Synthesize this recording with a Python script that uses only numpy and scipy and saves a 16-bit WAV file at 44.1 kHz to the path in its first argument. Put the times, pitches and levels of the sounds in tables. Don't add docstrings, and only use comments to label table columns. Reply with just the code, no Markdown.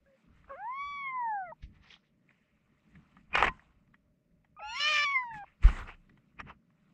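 import sys
import numpy as np
from scipy import signal
from scipy.io import wavfile
from scipy.ndimage import uniform_filter1d

SR = 44100
rng = np.random.default_rng(int(sys.argv[2]) if len(sys.argv) > 2 else 0)


def master_out(mix):
    frames = np.transpose(np.atleast_2d(mix))
    ceiling = np.clip(frames, -1, 1)
    pcm = np.round(ceiling * 32767).astype(np.int16)
    wavfile.write(sys.argv[1], SR, pcm)


N = 305613
T = np.arange(N) / SR

# time_s, pitch_hz, level_db of the fundamental before the resonances, # second_db and
# third_db (harmonics relative to it), fall_db per higher harmonic (small = mouth wide open)
MEW_CURVES = [
    [(.06, 547, -69.5, -25, 0, -25), (.08, 555, -68, -22.5, -11, -25), (.15, 528, -67, -25.5, -34, -25.5),
     (.18, 550, -88, -20, 0, -21)],
    [(.495, 525, -57.5, 2, 4, -24), (.512, 562.5, -47, 3, -19.5, -10), (.55, 526, -47.5, -7, -8.5, -11.5),
     (.568, 669, -55.5, -3, -15, -12), (.6, 762, -47, -4, -22, -19), (.65, 874, -40.5, -14, -37.5, -21),
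     (.7, 1002, -38, -22.5, -58, -8), (.76, 1096, -42, -10.5, -26, -13.5),
     (.81, 1132, -38.5, -5, -24.5, -10), (.88, 1147, -41.5, -9, -16, -11), (.95, 1138, -43, -3, -16.5, -12),
     (1.03, 1106, -43.5, -0.5, -20, -15), (1.075, 1073, -42, 0.5, -20, -31.5),
     (1.12, 1037, -42.5, -9.5, -34.5, -27), (1.16, 1021, -36, -16, -57, -15),
     (1.27, 909.4, -34.5, -14, -63, -7.5), (1.35, 822.5, -35, -10, -58, -10.5),
     (1.43, 735.5, -40, -8, -50, -12), (1.465, 703, -50, -3, -11.5, -40), (1.5, 635, -47.5, -10, -8, -39),
     (1.52, 626, -50.5, -2, -16, -24)],
    [(4.565, 1187, -55.5, -20, -65, -9), (4.64, 1366, -50, -4, -26, -9),
     (4.69, 1426, -52.5, -1.5, -6, -9.5), (4.73, 1422, -51.5, 2.5, -1.5, -9.5),
     (4.8, 1355, -52, -1, -7, -6.5), (4.9, 1374, -53.5, 0, -6, -9)],
    [(4.592, 927, -50.5, -32, -12.5, -23), (4.603, 716, -50, -8, -8, -21),
     (4.613, 627, -50.5, -11, -25, -16), (4.625, 630, -52, -23, -21, -8)],
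    [(4.6, 766, -87, -18, 6, -20), (4.625, 837, -45.5, -15, -8, -30), (4.66, 844, -43, -19, -23, -20),
     (4.7, 876, -48, -9, 4, -14), (4.73, 932, -44.5, -14, -12, -14), (4.76, 1034, -45, -0.5, -11.5, -4.5),
     (4.79, 1143, -43.5, 1.5, -7, -7), (4.82, 1170, -44, 0, -3.5, -6.5), (4.86, 1197, -39, 6.5, -13, -7.5),
     (4.9, 1224, -37, 4.5, -10.5, -8), (4.96, 1188, -36.5, 4.5, -12, -7), (5.01, 1162, -38, 5.5, -10, -7.5),
     (5.045, 1187, -35, 3.5, -9, -10.5), (5.065, 1128, -36, 3, -12, -7.5),
     (5.135, 1110, -37, 0.5, -22.5, -10), (5.165, 1044, -36, 5, -31.5, -5),
     (5.22, 997, -39.5, -4.5, -36, -5), (5.26, 952, -43.5, -13.5, -34.5, -4.5),
     (5.31, 911, -45.5, -11, -20, -14.5), (5.36, 849.5, -47.5, -3.5, -16, -13.5),
     (5.44, 784, -46.5, -9.5, -21, -15)],
]
LAST_MEW = MEW_CURVES[-1]
MEW_ROUGHNESS = [.25, .07, .05, .2, .035]
# centre_hz, width_hz, lift_db
RESONANCES = [(915, 320, 1.5), (2100, 110, 6.5), (3102, 620, 2), (4000, 210, 2), (5300, 590, 16),
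              (7100, 660, 7)]
# multiple_of_pitch, level_db
HALF_LINES = [(.5, -11.5), (1.5, 0), (2.5, 2), (3.5, -8.5), (4.5, -8.5), (5.5, -42), (6.5, -39)]
CRACK_START_S, CRACK_END_S, CRACK_EDGE_S, CRACK_DB = 4.796, 5.052, 0.0092, -38
CRACK_ROUGHNESS = .24
SLIP_DB = 3

# centre_hz, width_hz, level_db
BREATH_BANDS = [(1730, 1560, -16.5), (2547, 1070, 0), (3800, 3400, -13.5), (5560, 1200, -6.5),
                (6540, 820, -21.5), (10230, 3400, -46.5), (13600, 2300, -36.5)]
# time_s, level_db
BREATH_CURVE = [(4.59, -100), (4.64, -71.5), (4.74, -59), (4.765, -49), (4.8, -44), (4.89, -42.5),
                (4.95, -39.5), (5.04, -47), (5.06, -53), (5.14, -60), (5.18, -85.5), (5.46, -96)]
BRIGHT_POWER = .4

# full_s (rise ends, hold begins), rise_s, hold_s, fall_s, level_db,
# then low_middle_db, treble_db, top_treble_db relative to it
SCUFFS = [(0.498, 0.012, .01, 0.045, -69, 14.5, -18.5, -19),
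          (1.628, 0.0054, 0.013, 0.014, -64.5, -31, -3.5, -30),
          (1.75, 0.018, 0.021, 0.022, -72.5, -6, -11.5, -31),
          (1.839, 0.016, 0.042, 0.022, -66.5, -2.5, -6.5, -27),
          (1.909, 0.011, 0.034, 0.018, -60.5, -7, -2, -26.5), (2.03, .02, 0.055, .02, -84.5, -8, -8, -25),
          (2.29, 0.014, 0.051, 0.18, -77, -9, -21, -15), (3.343, 0.0098, .005, 0.014, -41.5, 3, -30, -29.5),
          (3.379, 0.0063, 0.036, .008, -33, 0, -19.5, -26),
          (3.442, .003, .01, .006, -28, -0.5, -20.5, -27.5),
          (3.469, .003, 0.016, 0.004, -36.5, 4.5, -19, -35),
          (3.498, 0.0044, 0.0084, 0.099, -73.5, 9, -11, -9),
          (5.342, 0.0081, 0.042, 0.012, -61.5, -4.5, -10, -8.5),
          (5.478, 0.035, 0.0085, 0.025, -67, -4.5, -24.5, -27),
          (5.637, 0.0073, 0.051, 0.049, -43.5, 0, -13.5, -12.5),
          (5.788, 0.033, 0.012, 0.031, -52.5, 6.5, -11, -7),
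          (5.88, 0.0086, 0.019, 0.015, -50.5, -1, -23, -25),
          (5.928, .02, 0.018, 0.0052, -59, -12, -25, -31),
          (6.394, 0.007, 0.017, .006, -50.5, -2, -31.5, -46),
          (6.475, 0.011, .015, 0.0084, -62.5, 2.5, -23, -30),
          (6.5, 0.014, .01, 0.0098, -54.5, 4.5, -23, -33)]
# time_s, level_db
STIR_CURVE = [(0, -87), (.19, -77.5), (.3, -81), (.38, -73.5), (.5, -83), (.66, -76), (1.5, -84.5),
              (2.12, -90), (2.3, -85.5), (2.6, -87), (2.8, -81.5), (2.95, -76), (3.2, -75.5), (3.3, -86.5),
              (3.6, -75.5), (3.76, -86.5), (4.22, -94), (5.3, -84), (6.18, -83), (6.61, -90.5),
              (6.9, -80.5)]
STIR_LOW_DB, STIR_TREBLE_DB = 0, -10.5
# centre_hz, width_hz, level_db
RUSTLE_MAIN = [(1930, 430, -4.5), (2418, 590, -5), (2919, 400, -13.5)]
# centre_hz, width_hz, level_db
RUSTLE_LOW = [(430, 260, -12), (923, 510, -6.5), (1298, 500, -3.5)]
# centre_hz, width_hz, level_db
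RUSTLE_TREBLE = [(3460, 1100, -1), (4700, 1200, -7.5), (5650, 1200, -12), (7240, 2000, -8),
                 (9100, 2000, -21.5), (13000, 3500, -28)]
SPRAY_DB, SPRAY_S, SPRAY_TREBLE_DB = -17.5, 0.005, -19

# start_s, peak_db before the housing thins the bass, centre_hz of the sounding
KNOCKS = [(0.443, -55, 1280, 0.5, 0.5), (1.628, -57, 2560, 0.63, 0.47), (1.903, -45, 2930, 0.28, 0.56),
          (1.939, -41.5, 3400, 0.46, 0.15), (1.964, -55, 880, 0.48, 0.33), (2.289, -53, 2300, 0.21, 0.37),
          (2.307, -53, 1980, 0.53, 0.27), (2.954, -50, 1770, 0.51, 0.53), (3.168, -47.5, 1480, 0.96, 0.72),
          (3.354, -8, 2480, 1.4, 0.76), (3.375, -20.5, 812, 0.52, 1.8), (3.404, -20, 809, 0.59, 0.7),
          (3.426, -7, 1210, 0.74, 0.55), (3.441, -21, 2070, 0.86, 0.68), (3.468, -21, 1700, 0.87, 0.45),
          (3.481, -22.5, 2030, 0.8, 0.31), (3.594, -46.5, 1490, 0.35, 0.24),
          (3.877, -69.5, 1650, 0.94, 0.26), (3.942, -49.5, 1860, 0.69, 0.46), (4.447, -55, 986, 1, 0.35),
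          (5.629, -44.5, 1890, 0.8, 0.17), (5.687, -28.5, 1080, 0.83, 0.87), (5.877, -47, 1360, 0.82, 0.4),
          (5.896, -50, 2340, 1.05, 0.54), (6.095, -53.5, 2080, 1.05, 0.29), (6.175, -55, 1810, 1.47, 0.42),
          (6.401, -27.5, 1170, 1.08, 0.68), (6.468, -59, 872, 1.1, 0.39), (6.497, -47, 853, 1.6, 0.19),
          (6.704, -63, 1276, 1.16, 0.31), (1.519, -38, 925, 0.081, 0.63), (3.329, -35, 2480, 0.09, 0.52),
          (3.34, -24.5, 2500, 0.093, 2.7), (3.354, -18, 2610, 0.13, 1.1), (3.486, -34, 991, 0.092, 3.3),
          (3.482, -32.5, 1950, 0.12, 0.63), (5.23, -50, 1450, 0.12, 1.4), (5.307, -40, 1794, 0.11, 1),
          (5.34, -39, 1840, 0.27, 0.86), (5.442, -39.5, 860, 0.33, 0.35), (6.388, -44, 2470, 0.11, 0.58),
          (6.402, -47, 5370, 0.4, 0.24)]
# mode_hz, level_db, t60_s at ring factor 1
PART_MODES = [(573, -2.5, 0.062), (830, -2.5, .06), (918, -3, 0.042), (1029.6, 3.5, 0.035),
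              (1225, 8.5, 0.03), (1500, 4.5, 0.018), (1733, 4, .05), (1900, -1.5, 0.089),
              (2188, -1.5, 0.045), (2456, -8.5, .06), (2830, -13.5, .05), (3250, -11.5, 0.084),
              (3800, -19.5, .03), (3940, -18, .03), (5580, -17.5, 0.064), (7175, -27, .02),
              (9510, -43, .015), (13000, -54.5, .01)]
HOUSING_HZ = 552.2

# turn_s (buildup ends, decaying swing begins), swing_db, swing_hz, t60_s, buildup_s
BUMPS = [(1.636, -32.5, 58.2, 0.069, 0.0011), (5.652, -3.5, 40.55, 0.1, 0.0041),
         (5.694, -31, 31.4, 0.66, 0.006)]

# full_s (rise ends, hold begins), rise_s, hold_s, fall_s, rumble_db, hum_db
JOLTS = [(.01, 0.018, .01, 0.036, -66, -75), (0.285, 0.011, .02, 0.15, -61, -73.5),
         (0.847, 0.034, .02, .07, -61.5, -84.5), (1.49, 0.047, .01, 0.041, -66, -77),
         (1.627, 0.0099, .08, 0.066, -52.5, -65.5), (2.97, 0.017, .01, 0.033, -61, -60.5),
         (3.353, 0.021, .13, 0.037, -40, -49.5), (3.701, 0.052, .02, 0.048, -67.5, -79),
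         (2.415, 0.015, 0.0085, .03, -80, -82), (2.715, 0.028, 0.013, .03, -79.5, -67),
         (3.163, .02, .03, .03, -77, -65), (4.101, 0.041, .01, 0.028, -67, -77),
         (4.968, 0.079, .01, 0.054, -63.5, -72.5), (5.36, 0.029, .01, .02, -55, -58.5),
         (5.637, 0.01, .08, 0.043, -35.5, -47.5), (6.107, 0.015, 0.0065, .04, -75.5, -61.5),
         (5.825, 0.043, .01, 0.055, -50, -59), (6.407, 0.032, .05, 0.049, -56, -55.5)]
# centre_hz, width_hz, level_db
RUMBLE_BANDS = [(32.7, 49, -8.5), (62.56, 34, -5), (93.5, 11, -13)]
# centre_hz, width_hz, level_db
HUM_BANDS = [(138.9, 40, -5), (189.6, 70, -1), (270, 90, -9), (363, 180, -18)]
# centre_hz, width_hz, level_db
AIR_BANDS = [(437, 260, -89), (593, 75, -88), (1000, 800, -96.5), (1960, 1000, -97.5), (4500, 4000, -100),
             (10000, 13000, -99)]
RUMBLE_DB, RUMBLE_SWAY_DB = -79, 7.5
HUM_DB, HUM_SWAY_DB = -73.5, 3
TOP_HZ = 15500


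def mew(table, rough):
    span = slice(int(table[0][0] * SR), int(table[-1][0] * SR))
    hz, level_db, second_db, third_db, fall_db = (c[span] for c in columns(table))
    hz = uniform_filter1d(hz, size=500, mode="nearest")
    count = len(hz)
    harmonics_db = [0, second_db] + [third_db + fall_db * k for k in range(10)]
    lines = []
    for multiple, relative_db in enumerate(harmonics_db, start=1):
        lines.append((multiple, undb(level_db + relative_db + resonance_lift_db(multiple * hz))))

    if table is LAST_MEW:
        edge_distance_s = np.minimum(T[span] - CRACK_START_S, CRACK_END_S - T[span])
        crack = np.clip(edge_distance_s / CRACK_EDGE_S, 0, 1)
        rough = rough + CRACK_ROUGHNESS * crack
        for multiple, relative_db in HALF_LINES:
            slip_db = SLIP_DB * walk(29.83, count)
            lines.append((multiple, crack * undb(CRACK_DB + relative_db + slip_db)))

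    hz = hz * (1 + .015 * rough * walk(80, count))
    phase = 2 * np.pi * np.cumsum(hz) / SR
    voice = np.zeros(N)
    for multiple, gain in lines:
        wobble = .6 * walk(420, count) + 1j * walk(420, count)
        shake = .6 * rough * multiple ** .9 * wobble
        line = np.exp(1j * (multiple * phase + multiple * multiple))
        voice[span] += np.sqrt(2) * gain * np.imag((1 + shake) * line)
    voice[span] *= signal.windows.tukey(count, 0.0026 * SR / count)
    return voice


def resonance_lift_db(hz):
    return sum(lift / (1 + (2 * (hz - centre) / width) ** 2) for centre, width, lift in RESONANCES)


def breath():
    during = (T > BREATH_CURVE[0][0]) & (T < BREATH_CURVE[-1][0])
    level_db = columns(BREATH_CURVE)[0]
    pitch_hz = columns(LAST_MEW)[0]
    puffs = 1 + .8 * np.sin(np.pi * np.cumsum(pitch_hz) / SR)
    spurts_db = 2.5 * walk(150)
    body = flicker(BREATH_BANDS[:2], noise, 1.9, 60)
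    brightness = undb(BRIGHT_POWER * (level_db - level_db.max()))
    treble = flicker(BREATH_BANDS[2:], noise, 1.602, 60)
    return during * puffs * undb(level_db + spurts_db) * (body + brightness * treble)


def rustle():
    stir_colour_db = np.array([[0], [STIR_LOW_DB], [STIR_TREBLE_DB], [STIR_TREBLE_DB]])
    levels = undb(columns(STIR_CURVE)[0] + stir_colour_db)
    sprays = [(s, .002, .001, SPRAY_S, peak_db + SPRAY_DB, 0, SPRAY_TREBLE_DB, SPRAY_TREBLE_DB)
              for s, peak_db, _, spread, _ in KNOCKS if spread > .5]
    for full_s, rise, hold, fall, db, *colour_db in SCUFFS + sprays:
        range_gains = undb(db + np.array([0] + colour_db))[:, None]
        levels = levels + swell(full_s, rise, hold, fall) * range_gains
    ranges = RUSTLE_MAIN, RUSTLE_LOW, RUSTLE_TREBLE[:3], RUSTLE_TREBLE[3:]
    return sum(gain * flicker(bands, grit, 2.2, 60) for gain, bands in zip(levels, ranges))


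def grit():
    grains = rng.random(N) < 1500 / SR
    size = 6.0 * undb(1.6 * rng.exponential(size=N))
    return noise() * (1 + grains * size)


def knocks():
    out, t = np.zeros(N + SR), np.arange(SR // 4) / SR
    mode_hz, mode_db, t60 = np.transpose(PART_MODES)[:, :, None]
    for s, peak_db, centre_hz, spread, ring in KNOCKS:
        level_chance, tuning_chance, phase_chance = rng.standard_normal((3, len(mode_hz), 1))
        near_db = -6 * (np.log2(mode_hz / centre_hz) / max(spread, .05)) ** 2
        near_db = np.maximum(near_db, -12 / spread)
        gain = undb(mode_db + near_db + 3.4 * min(spread, 1) * level_chance)
        hz = mode_hz * (1 + .01 * spread * tuning_chance)
        decay = np.exp(-np.log(1000) * t / (t60 * ring))
        hit = np.sum(gain * np.sin(2 * np.pi * hz * t + .3 * phase_chance) * decay, axis=0)
        push_s = (.0002 - .000015 * peak_db) / spread
        hit = hit * np.sin(np.pi / 2 * np.minimum(t / push_s, 1)) ** 2
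        hit = hit / np.abs(hit).max()
        i = int(s * SR)
        out[i:i + len(t)] += undb(peak_db) * hit
    return signal.sosfilt(signal.butter(2, HOUSING_HZ, "high", fs=SR, output="sos"), out[:N])


def bumps():
    out = 0
    for turn_s, db, hz, t60, buildup in BUMPS:
        t = T - turn_s
        envelope = np.exp(np.minimum(t, 0) / buildup - np.log(1000) * np.maximum(t, 0) / t60)
        out = out + undb(db) * envelope * np.sin(2 * np.pi * hz * t)
    return out


def rumble_and_hum():
    rumble = undb(RUMBLE_DB + RUMBLE_SWAY_DB * walk(8))
    hum = undb(HUM_DB + HUM_SWAY_DB * walk(16))
    for *shape, rumble_db, hum_db in JOLTS:
        jolt = swell(*shape)
        rumble = rumble + undb(rumble_db) * jolt
        hum = hum + undb(hum_db) * jolt
    return rumble * flicker(RUMBLE_BANDS, noise, 2.6, 15) + hum * flicker(HUM_BANDS, noise, 1.4, 10)


def far_air():
    return flicker(AIR_BANDS, noise, 1.1, 2.5)


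def undb(db):
    return 10 ** (np.asarray(db) / 20)


def columns(table):
    s, *rest = np.transpose(table)
    return [np.interp(T, s, c) for c in rest]


def noise():
    return rng.standard_normal(N)


def band(x, hz, width, order=3):
    sos = signal.butter(order, [hz - width / 2, hz + width / 2], "band", fs=SR, output="sos")
    y = signal.sosfilt(sos, x)
    return y / np.std(y)


def walk(rate, count=N):
    hold = int(SR / rate)
    y = np.repeat(rng.standard_normal(count // hold + 1), hold)
    for _ in range(3):
        y = uniform_filter1d(y, hold)
    return y[:count] / np.std(y)


def flicker(bands, source, flicker_db, rate):
    return sum(undb(db + flicker_db * walk(rate)) * band(source(), hz, width) for hz, width, db in bands)


def swell(full_s, rise, hold, fall):
    before = np.minimum(T - full_s, 0) / max(rise, .001)
    after = np.maximum(T - full_s - hold, 0) / max(fall, .001)
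    return np.exp(before - after)


def scene():
    kittens = sum(mew(table, rough) for table, rough in zip(MEW_CURVES, MEW_ROUGHNESS)) + breath()
    return (kittens + rustle() + knocks() + bumps() + rumble_and_hum() + far_air())[None]


def record(dry):
    return signal.sosfilt(signal.ellip(8, .2, 70, TOP_HZ, fs=SR, output="sos"), dry)


dry = scene()
out = record(dry)
master_out(out)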